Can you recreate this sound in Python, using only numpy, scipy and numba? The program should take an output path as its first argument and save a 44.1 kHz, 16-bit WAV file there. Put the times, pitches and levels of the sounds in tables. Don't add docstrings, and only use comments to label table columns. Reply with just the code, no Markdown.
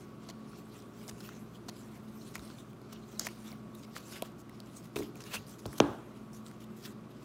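import sys
import numpy as np
from scipy import signal
from scipy.fft import rfft, irfft, next_fast_len
from scipy.io import wavfile
from numba import njit

SR = 44100
rng = np.random.default_rng(int(sys.argv[2]) if len(sys.argv) > 2 else 0)


def transcribe(u):
    v = np.clip(np.atleast_2d(u).T, -1, 1)
    q = np.round(v * 32767).astype(np.int16)
    wavfile.write(sys.argv[1], SR, q)


N = 319284


def amp(db):
    return 10 ** (np.asarray(db) / 20)


def unit(x):
    return x / np.sqrt(np.mean(x ** 2) + 1e-20)


def peak_one(x):
    return x / np.max(np.abs(x))


def add(out, start_s, sound):
    i = round(start_s * SR)
    out[i:i + len(sound)] += sound[:N - i]


def coloured(x, spectrum):
    hz, db = np.transpose(spectrum)
    size = next_fast_len(N)
    log_hz = np.log(np.maximum(np.arange(size // 2 + 1) * SR / size, 1))
    gain = amp(np.interp(log_hz, np.log(hz), db))
    return irfft(rfft(x, size) * gain, size)[:N]


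def resonance(x, hz, width_hz):
    r = np.exp(-np.pi * width_hz / SR)
    zeros = [(1 - r * r) / 2, 0, (r * r - 1) / 2]
    poles = [1, -2 * r * np.cos(2 * np.pi * hz / SR), r * r]
    return signal.lfilter(zeros, poles, x)


@njit
def moving_peak(x, hz, damping, sr):
    out, low, band = np.zeros(len(x)), 0., 0.
    for i in range(len(x)):
        g = np.tan(np.pi * hz[i] / sr)
        high = (x[i] - (g + damping) * band - low) / (1 + g * (g + damping))
        mid = g * high + band
        band = g * high + mid
        low += 2 * g * mid
        out[i] = damping * mid
    return out


def drift(rate_hz):
    r = np.exp(-2 * np.pi * rate_hz / SR)
    return unit(signal.lfilter([1], [1, -2 * r, r * r], rng.standard_normal(N + SR))[SR:])


def treble(x):
    return signal.sosfilt(signal.butter(2, 7500, "high", fs=SR, output="sos"), x)


def low_pass(x, hz):
    return signal.lfilter(*signal.butter(1, hz, fs=SR), x)


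def snap(noise, decay_ms, rise_ms):
    ms = 1000 * np.arange(len(noise)) / SR
    return noise * (1 - np.exp(-ms / rise_ms)) * np.exp(-ms / decay_ms)


def reach(hz, centre_hz, db_per_octave):
    return amp(-db_per_octave * abs(np.log2(hz / centre_hz)))


# (frequency [Hz], relative level [dB per Hz])
AIR_SPECTRUM = [(25, -34), (48, -17), (84, -17), (112, -15.5), (140, -8), (190, -10), (290, -6.5),
                (430, -15), (677, -17), (840, -22.5), (1160, -18.5), (1450, -22.5), (1700, -30.5),
                (2500, -32), (4250, -38), (16000, -49)]
AIR_DB = -54
# (frequency [Hz], width [Hz], rms level [dB])
FAN_TONES = [(53.3, 1.6, -85), (100, 2.5, -70.5), (141.6, 18, -63.5), (174.3, 31, -60.5),
             (211.3, 22.5, -57.5), (218.2, 4.3, -55), (257, 39, -63.5), (361, 1.7, -67), (345, 30, -63),
             (400, 2.9, -67.5), (417, 2, -66.5), (1126, 0.41, -70.5)]
# (frequency [Hz], rms level [dB])
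MOTOR_TONES = [(59.5, -70), (119.8, -58.5)]


def hum(patchy_db=0.5, waver_db=0.5):
    air_noise = unit(coloured(rng.standard_normal(N), AIR_SPECTRUM))
    out = amp(AIR_DB + patchy_db * drift(43.0)) * air_noise
    for hz, width_hz, db in FAN_TONES:
        white = rng.standard_normal(N + SR)
        band = resonance(resonance(white, hz, width_hz), hz, width_hz)
        out += amp(db) * unit(band[SR:])
    t = np.arange(N) / SR
    for hz, db in MOTOR_TONES:
        out += amp(db + waver_db * drift(1.2)) * np.sqrt(2) * np.sin(2 * np.pi * hz * t)
    return out


# (frequency [Hz], gain [dB])
RUB_COLOUR = [(500, 14.5), (900, 8), (1500, 9), (2500, 7.5), (4300, 6.5), (6300, 7.5), (9000, -1),
              (16000, -7.5)]
CATCHES_PER_S, CATCH_DB = 200, -5


def friction(grain_db, patchy_db, patch_rate_hz):
    catches = (rng.random(N) < CATCHES_PER_S / SR) * amp(CATCH_DB + 2.9 * rng.standard_normal(N))
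    held = np.exp(-2 / (SR / 1000))
    roughness = amp(grain_db * drift(150.0)) + signal.lfilter([1], [1, -held], catches)
    white = rng.standard_normal((2, N)) * roughness
    out = np.zeros(N)
    for k, hz in enumerate(np.geomspace(600, 15500, 32)):
        out += amp(patchy_db * drift(patch_rate_hz)) * resonance(white[k % 2], hz, 0.11 * hz)
    return coloured(out, RUB_COLOUR)


# (time of top speed [s], rise [s], fall [s], rub level [dB], centre [Hz], gloss hiss level [dB])
PUSHES = [(0.02, 0.11, 0.19, -62, 4170, -69), (0.24, 0.063, 0.18, -61.5, 3630, -75),
          (0.59, 0.29, 0.12, -60.5, 3300, -68), (0.76, 0.13, 0.24, -58.5, 3760, -64),
          (1.03, 0.13, 0.58, -60.5, 4630, -65), (1.25, 0.12, 0.23, -52.5, 3060, -59),
          (1.4, .05, 0.17, -77, 2800, -112), (1.553, 0.035, 0.053, -57.5, 3700, -67),
          (1.81, 0.26, 0.34, -58.5, 3340, -66), (1.96, 0.082, 0.087, -58, 3600, -65),
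          (2.085, 0.017, 0.017, -59, 5000, -72), (2.28, 0.36, 0.36, -61, 4530, -61),
          (2.46, 0.14, 0.25, -56.5, 3980, -61.5), (2.595, 0.034, 0.06, -61, 4000, -60),
          (2.71, 0.071, 0.022, -63, 3000, -70), (2.93, 0.14, 0.2, -59.5, 3900, -79),
          (3.12, 0.057, 0.24, -62, 5030, -64), (3.3, 0.36, 0.35, -57.5, 4460, -61),
          (3.48, 0.09, 0.11, -50, 2490, -57.5), (3.79, 0.098, 0.12, -64, 4500, -61),
          (3.99, 0.2, 0.17, -57, 3200, -63), (4.129, 0.11, 0.056, -47, 4500, -54),
          (4.166, 0.05, 0.054, -45.5, 2450, -56), (4.26, 0.057, 0.046, -51.5, 3850, -56),
          (4.55, 0.074, 0.27, -66, 3300, -76), (4.675, .04, 0.063, -61, 4200, -70),
          (4.77, 0.091, 0.086, -55, 6370, -57.5), (4.847, 0.03, 0.038, -54.5, 4530, -56),
          (5.39, .03, 0.13, -60, 4000, -68), (5.03, 0.089, 0.071, -50.5, 3780, -54),
          (5.17, 0.033, 0.16, -59.5, 4000, -64), (5.265, 0.045, 0.079, -51.5, 3170, -58),
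          (5.6, .05, .06, -64, 6000, -66), (5.346, 0.08, 0.065, -42, 2980, -48),
          (5.53, 0.032, 0.1, -63, 4400, -61), (5.729, 0.13, 0.48, -54.5, 4530, -58.5),
          (6.165, 0.051, 0.064, -60.5, 3500, -72), (6.37, 0.071, 0.059, -61, 5940, -61),
          (6.47, .07, 0.16, -60.5, 4300, -64), (6.62, 0.025, 0.066, -60, 3460, -72),
          (6.858, 0.041, 0.054, -47, 2690, -54), (7.11, 0.028, 0.087, -65, 3940, -75),
          (7.23, 0.1, .1, -59.5, 3900, -69)]
FADE_DB, ROUNDNESS = 20, 0.89
SAG_OCTAVES_PER_S = 2.8
REST_DB, REST_HZ = -79, 3100


def slides(broad_db=0.0, damping=1.0):
    t = np.arange(0, N / SR, .002)
    top_s, rise, fall, db, centre_hz, gloss_db = np.transpose(PUSHES)[:, :, None]
    late = t - top_s
    speed_db = -FADE_DB * np.abs(late / np.where(late < 0, rise, fall)) ** ROUNDNESS
    power, rest = amp(db + speed_db) ** 2, amp(REST_DB) ** 2
    total = np.sum(power, axis=0) + rest
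    octave = np.log2(centre_hz) - SAG_OCTAVES_PER_S * np.clip(late, -rise, fall)
    hz = 2 ** ((np.sum(power * octave, axis=0) + rest * np.log2(REST_HZ)) / total)
    gloss = np.sqrt(np.sum(amp(gloss_db + speed_db) ** 2, axis=0))
    level, hz, gloss = [np.interp(np.arange(N) / SR, t, curve) for curve in (np.sqrt(total), hz, gloss)]
    noise = friction(grain_db=1.5, patchy_db=5.0, patch_rate_hz=10.8)
    rub = unit(moving_peak(noise, hz, damping, SR) + amp(broad_db) * noise)
    return level * rub + gloss * unit(treble(noise))


ROOM_T60_S = 0.59


def room(x, walls, build_s=0.00048):
    t = np.arange(SR) / SR
    tail = rng.standard_normal(SR) * amp(-60 * t / ROOM_T60_S) * (1 - np.exp(-t / build_s))
    tail = coloured(tail, walls)[:SR]
    return signal.fftconvolve(x, tail / np.sqrt(np.sum(tail ** 2)))[:N]


# (frequency [Hz], relative gain [dB])
CARD_WALLS = [(100, -18), (500, -3), (1400, 1), (2300, -37), (3500, 1), (4800, 2), (16000, -46)]


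def card_echo(cards, level_db):
    return room(amp(level_db) * cards, CARD_WALLS)


# (start [s], length [ms], rub rms before the swell [dB], centre [Hz],
# treble rms before the swell [dB], swell [0 flat - 2 peaked])
STROKES = [(0.285, 27, -49.5, 4300, -75, 0.31), (1.08, 26, -43.5, 5800, -53, 2.2),
           (1.203, 13, -49.5, 3320, -74, 0.84), (1.683, 16.3, -43.5, 4640, -81, 0.43),
           (2.339, 31, -50, 6500, -71, 0.54), (2.922, 17.5, -51, 5000, -59, .6),
           (3.191, 87, -47, 6160, -66, 0.044), (3.246, 38, -53, 5530, -64, 1.2),
           (3.826, 28, -57, 3800, -84, 0.32), (3.949, 36, -47.5, 4250, -53.5, 0.35),
           (4.38, 43, -84, 7860, -62.5, 0.45), (4.959, 52, -48.5, 4530, -53.5, 0.38),
           (5.238, 6, -54, 5000, -60, .2), (5.204, 23, -52, 4800, -64, .1),
           (5.318, 66, -46, 2670, -64, 0.59), (5.335, 30.4, -36.5, 3400, -46, 1.5),
           (5.466, 58, -59.5, 5160, -57.5, 0.34), (5.583, 26, -60.5, 7000, -62, 0.44),
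           (5.779, 10, -45.5, 4500, -44.5, 0.33), (6.33, 23, -61, 6200, -63, 0.32),
           (6.602, 46, -61.5, 3800, -66, .2), (6.7, 76, -74, 4000, -74, .3),
           (6.76, 170, -64.5, 4000, -65.5, .12)]


def scrapes(spread=0.49, broad_db=0.5):
    out = np.zeros(N)
    noise = friction(grain_db=3.0, patchy_db=3.0, patch_rate_hz=9.3)
    for start_s, length_ms, db, hz, treble_db, swell in STROKES:
        size = round(length_ms * SR / 1000)
        piece = noise[round(start_s * SR):][:size]
        tone = unit(resonance(piece, hz, spread * hz) + amp(broad_db) * piece)
        stroke = np.sin(np.pi * np.arange(size) / size) ** max(swell, .05)
        add(out, start_s, stroke * (amp(db) * tone + amp(treble_db) * unit(treble(piece))))
    return out


# (frequency [Hz], width [Hz], level [dB])
CARD_MODES = [(423, 580, -1.5), (692, 90, 12), (966, 54, 15.5), (1370, 370, 21.5), (1990, 150, -17)]
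KNOCK_DB_PER_OCTAVE, KNOCK_LAG_S, KNOCK_SHARPNESS = 14, .0015, 5


def card_knock(t, knock_hz):
    click = np.exp(-((t - KNOCK_LAG_S) * knock_hz * KNOCK_SHARPNESS) ** 2)
    body = np.zeros(len(t))
    for k, (hz, width_hz, db) in enumerate(CARD_MODES):
        gain = (-1) ** k * amp(db) * reach(hz, knock_hz, KNOCK_DB_PER_OCTAVE)
        body += gain * resonance(click, hz, width_hz)
    return peak_one(body)


# (time [s], edge peak [dB], centre [Hz], treble peak [dB],
# knock peak [dB], knock [Hz], decay [ms], width [octaves])
EDGE_SNAPS = [(0.288, -52, 4070, -52, -44, 600, 1.3, .4), (0.3078, -48, 3040, -64, -64, 501, 1.2, 0.44),
              (0.5313, -54, 2330, -78, -43, 1230, 1.2, 0.5), (0.802, -49, 4000, -66, -63, 514, 1.2, 1),
              (0.821, -50, 4500, -66, -65, 514, 1.2, .8), (1.0794, -35.5, 5000, -55, -43, 654, 1.3, 1),
              (1.111, -45, 2390, -58, -48, 1120, 1.7, 0.55), (1.204, -42, 3900, -57, -47, 1130, 1.1, 0.31),
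              (1.289, -40.5, 3000, -69, -35, 1340, 1.7, 0.68), (1.352, -58, 4800, -66, -70, 1100, 1.2, .6),
              (1.6836, -41.5, 4920, -62, -38, 740, 1.8, 0.35),
              (2.354, -28, 1990, -61, -34, 1430, 1.1, 0.34),
              (2.3606, -37.5, 2090, -62, -45, 1090, 1.3, 0.37), (2.3787, -44, 2200, -66, -45, 638, 1.1, .4),
              (2.393, -43, 3800, -64, -44, 1560, 1, 0.73), (2.477, -46, 3900, -66, -66, 600, .8, 0.46),
              (2.501, -44, 2200, -66, -43, 1100, 0.72, 1.4), (2.585, -45, 3600, -76, -66.5, 500, 1.6, 0.3),
              (2.731, -58, 2380, -58, -64, 1170, 1.1, 0.23), (2.8154, -57, 4470, -55, -75, 560, 1.2, .4),
              (2.9268, -40, 2470, -66, -43.5, 1000, 1, 0.6), (3.168, -55, 3900, -75, -70, 1000, 12, .15),
              (3.1946, -17, 5430, -24, -34.5, 1660, 1.6, 0.64), (3.261, -46, 3200, -55, -58, 1000, 1.2, .7),
              (3.2674, -23, 1750, -36, -32, 810, 1.8, 0.7), (3.287, -36, 1880, -66, -57, 1010, 0.47, 0.86),
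              (3.5163, -46, 4470, -52, -50, 746, 1.2, .4), (3.526, -44, 2140, -66, -43, 500, 1.2, 0.34),
              (3.75, -49.5, 3880, -46, -70, 1120, 2.1, 0.2), (3.9635, -35, 1780, -62, -30, 1350, 1.2, 1.1),
              (4.2217, -26.5, 2600, -27, -25, 484, 1.3, 1.36), (4.231, -47, 4000, -54, -47, 600, 2.2, 0.78),
              (4.318, -64, 7000, -59, -66, 1130, 1.7, 0.61),
              (4.4942, -44.5, 1900, -69, -67, 1120, 1.4, 0.34),
              (4.602, -38, 3470, -44, -50, 587, 0.88, 1.1), (4.6593, -54, 5800, -60, -72, 651, 1.2, .4),
              (4.9585, -30.5, 2040, -59, -46, 501, 2.7, 1.3),
              (4.9641, -28.5, 2620, -57, -32, 810, 2.3, 0.45), (5.023, -39, 2110, -64, -47, 950, 1.4, 0.55),
              (5.155, -44.5, 2400, -51, -50, 624, 2, 0.48), (5.204, -44.5, 2600, -57, -45, 1490, 1.2, 0.31),
              (5.238, -42, 4400, -62, -54, 1130, 1.5, .9), (5.267, -49, 3800, -62, -58, 1130, 1.2, .9),
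              (5.3462, -49, 3480, -52, -54, 780, 1.2, 0.42),
              (5.466, -49, 4840, -56.5, -75, 1140, 1.3, 0.37), (5.661, -39, 4600, -39, -41, 790, 2.4, 1.1),
              (5.7287, -42.5, 1790, -57, -43, 1100, 1.2, 0.39),
              (5.7805, -41, 4000, -50, -54, 1100, 2.2, .5), (6.332, -45.5, 5900, -56, -47, 638, 1.2, 0.46),
              (6.464, -38, 3100, -66, -52, 1210, 0.25, 1.1), (6.483, -46, 3840, -66, -63, 1130, 1.2, 0.69),
              (6.513, -46, 2200, -62, -47, 1130, .3, 1.2)]
TOP_HZ = 10800


def flicks(lag_s=.0005, broad_db=-28.0):
    out, t = np.zeros(N), np.arange(SR // 20) / SR
    for time_s, db, hz, treble_db, knock_db, knock_hz, decay_ms, width in EDGE_SNAPS:
        burst = snap(rng.standard_normal(len(t)), decay_ms, rise_ms=0.076)
        push = np.diff(burst, prepend=0)
        width_hz = np.log(2) * width * hz
        tone = resonance(resonance(push, hz, width_hz), hz, width_hz) + amp(broad_db) * burst
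        bright = treble(low_pass(burst, TOP_HZ))
        edge = amp(db) * peak_one(tone) + amp(treble_db) * peak_one(bright)
        add(out, time_s + lag_s, edge + amp(knock_db) * card_knock(t, knock_hz))
    return out


# (frequency [Hz], level [dB], free t60 [s])
TABLE_MODES = [(65, 5, 0.26), (109.4, 16.5, 0.12), (140.7, 0, 0.31), (187, 6, 0.12), (204, -8, 0.28),
               (288.7, 8, 0.26), (341.7, 1, 0.37), (410.6, 20.5, 0.092), (572, -49, 0.07), (716, -21, 0.11)]


def table_ring(t, centre_hz, lasts, rise_ms, ring_lag_s=0.00497):
    ring = np.zeros(len(t))
    for hz, db, t60 in TABLE_MODES:
        level = amp(db - 60 * t / t60 / lasts) * reach(hz, centre_hz, db_per_octave=8.0)
        ring += level * np.sin(2 * np.pi * hz * (t - ring_lag_s))
    return ring * (1 - np.exp(-(1000 * t / rise_ms) ** 2))


# (frequency [Hz], width [Hz], level [dB])
CRACK_MODES = [(1750, 250, 14), (2330, 170, 29), (3300, 1200, 31.5), (6450, 870, 25)]
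CRACK_DECAY_MS = .5


def slap_crack(size, rough=0.25):
    rattle = snap(rng.standard_normal(size), CRACK_DECAY_MS, rise_ms=0.078)
    burst = rough * rattle + (np.arange(size) == 20)
    crack = np.zeros(size)
    for k, (hz, width_hz, db) in enumerate(CRACK_MODES):
        crack += (-1) ** k * amp(db) * resonance(burst, hz, width_hz)
    return peak_one(crack)


# (time [s], thud level before the low-pass [dB], contact low-pass [Hz],
# crack peak [dB], ring gain [dB], centre of the modes reached [Hz], share of free ring time [1],
# ring build-up [ms])
TABLE_BLOWS = [(0.29, -70, 300, -80, -64, 70, 0.87, 23), (1.102, -67, 300, -75, -52, 65, 1, 25),
               (2.368, -61, 298, -65, -45, 60, 0.72, 20), (3.271, -63, 300, -75, -57, 70, 0.9, 22),
               (4.9593, -33, 400, -56, -32, 440, 0.29, 5.4), (4.974, -43, 400, -70, -41.5, 400, 0.42, 6.5),
               (4.991, -37, 400, -63, -32, 383, 0.34, 7.7), (5.004, -33, 500, -60, -42, 300, 0.99, 14),
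               (5.071, -55, 400, -75, -47, 400, 0.82, 19), (5.366, -55, 300, -75, -47.5, 110, 0.76, 13),
               (5.656, -31.5, 1500, -33.5, -29.5, 119, 0.53, 20.5),
               (5.8019, -10.5, 4970, -9, -21, 246, 0.71, 27), (5.877, -58, 300, -83, -43, 170, 0.81, 14)]


def blows(start_hz=1660.0, travel_s=0.00391, top_s=0.0044, wide_s=0.0026, early=0.57):
    out, t = np.zeros(N), np.arange(SR // 2) / SR
    cycles = start_hz * travel_s * t / (t + travel_s)
    swell = np.exp(-((t - top_s) / wide_s) ** 2) + early * np.exp(-t / top_s)
    thud = np.sin(2 * np.pi * cycles) * swell
    for time_s, db, contact_hz, crack_db, ring_db, centre_hz, lasts, rise_ms in TABLE_BLOWS:
        blow = amp(db) * low_pass(thud, contact_hz)
        blow += amp(crack_db) * slap_crack(len(t))
        blow += amp(ring_db) * table_ring(t, centre_hz, lasts, rise_ms)
        add(out, time_s, blow)
    return out


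# (frequency [Hz], relative gain [dB])
BLOW_WALLS = [(59, -42), (100, -5), (250, -4.5), (480, -6.5), (1000, -9.5), (1600, -15.5), (2100, -30),
              (3400, -25.5), (4800, -35.5), (7450, -38), (16000, -71)]


def slap_echo(level_db):
    out = np.zeros(N)
    for time_s, db, contact_hz, *_ in TABLE_BLOWS:
        click = low_pass(signal.unit_impulse(SR // 20), contact_hz)
        add(out, time_s, amp(db + level_db) * click)
    return room(out, BLOW_WALLS)


# (start [s], length [ms], rms before the swell [dB], centre at start [Hz], centre at end [Hz])
SINGING_GAPS = [(2.21, 19, -61, 4100, 4300), (2.44, 21, -63, 8200, 9100), (5.205, 22, -64, 3840, 5000),
                (5.255, 60, -61, 2620, 3000), (5.308, 81, -45.5, 2600, 2700), (6.338, 36, -65, 5800, 5800),
                (6.345, 25, -67, 6800, 7200), (6.78, 60, -76, 7200, 6600)]


def whistles(damping=0.04):
    out = np.zeros(N)
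    for start_s, length_ms, db, start_hz, end_hz in SINGING_GAPS:
        size = round(length_ms * SR / 1000)
        glide_hz = np.geomspace(start_hz, end_hz, size)
        tone = moving_peak(rng.standard_normal(size), glide_hz, damping, SR)
        swell = np.sin(np.pi * np.arange(size) / size) ** .5
        add(out, start_s, amp(db) * unit(tone) * swell)
    return out


def scene():
    cards = slides() + scrapes() + flicks() + whistles()
    table = blows() + slap_echo(level_db=11.5)
    return (hum() + cards + card_echo(cards, level_db=-22.5) + table)[None]


MIC_CUT_HZ, CUTOFF_HZ = 41, 16600


def record(dry):
    thin = signal.sosfilt(signal.butter(3, MIC_CUT_HZ, "high", fs=SR, output="sos"), dry)
    return signal.sosfilt(signal.cheby2(12, 60, CUTOFF_HZ, fs=SR, output="sos"), thin)


dry = scene()
out = record(dry)
transcribe(out)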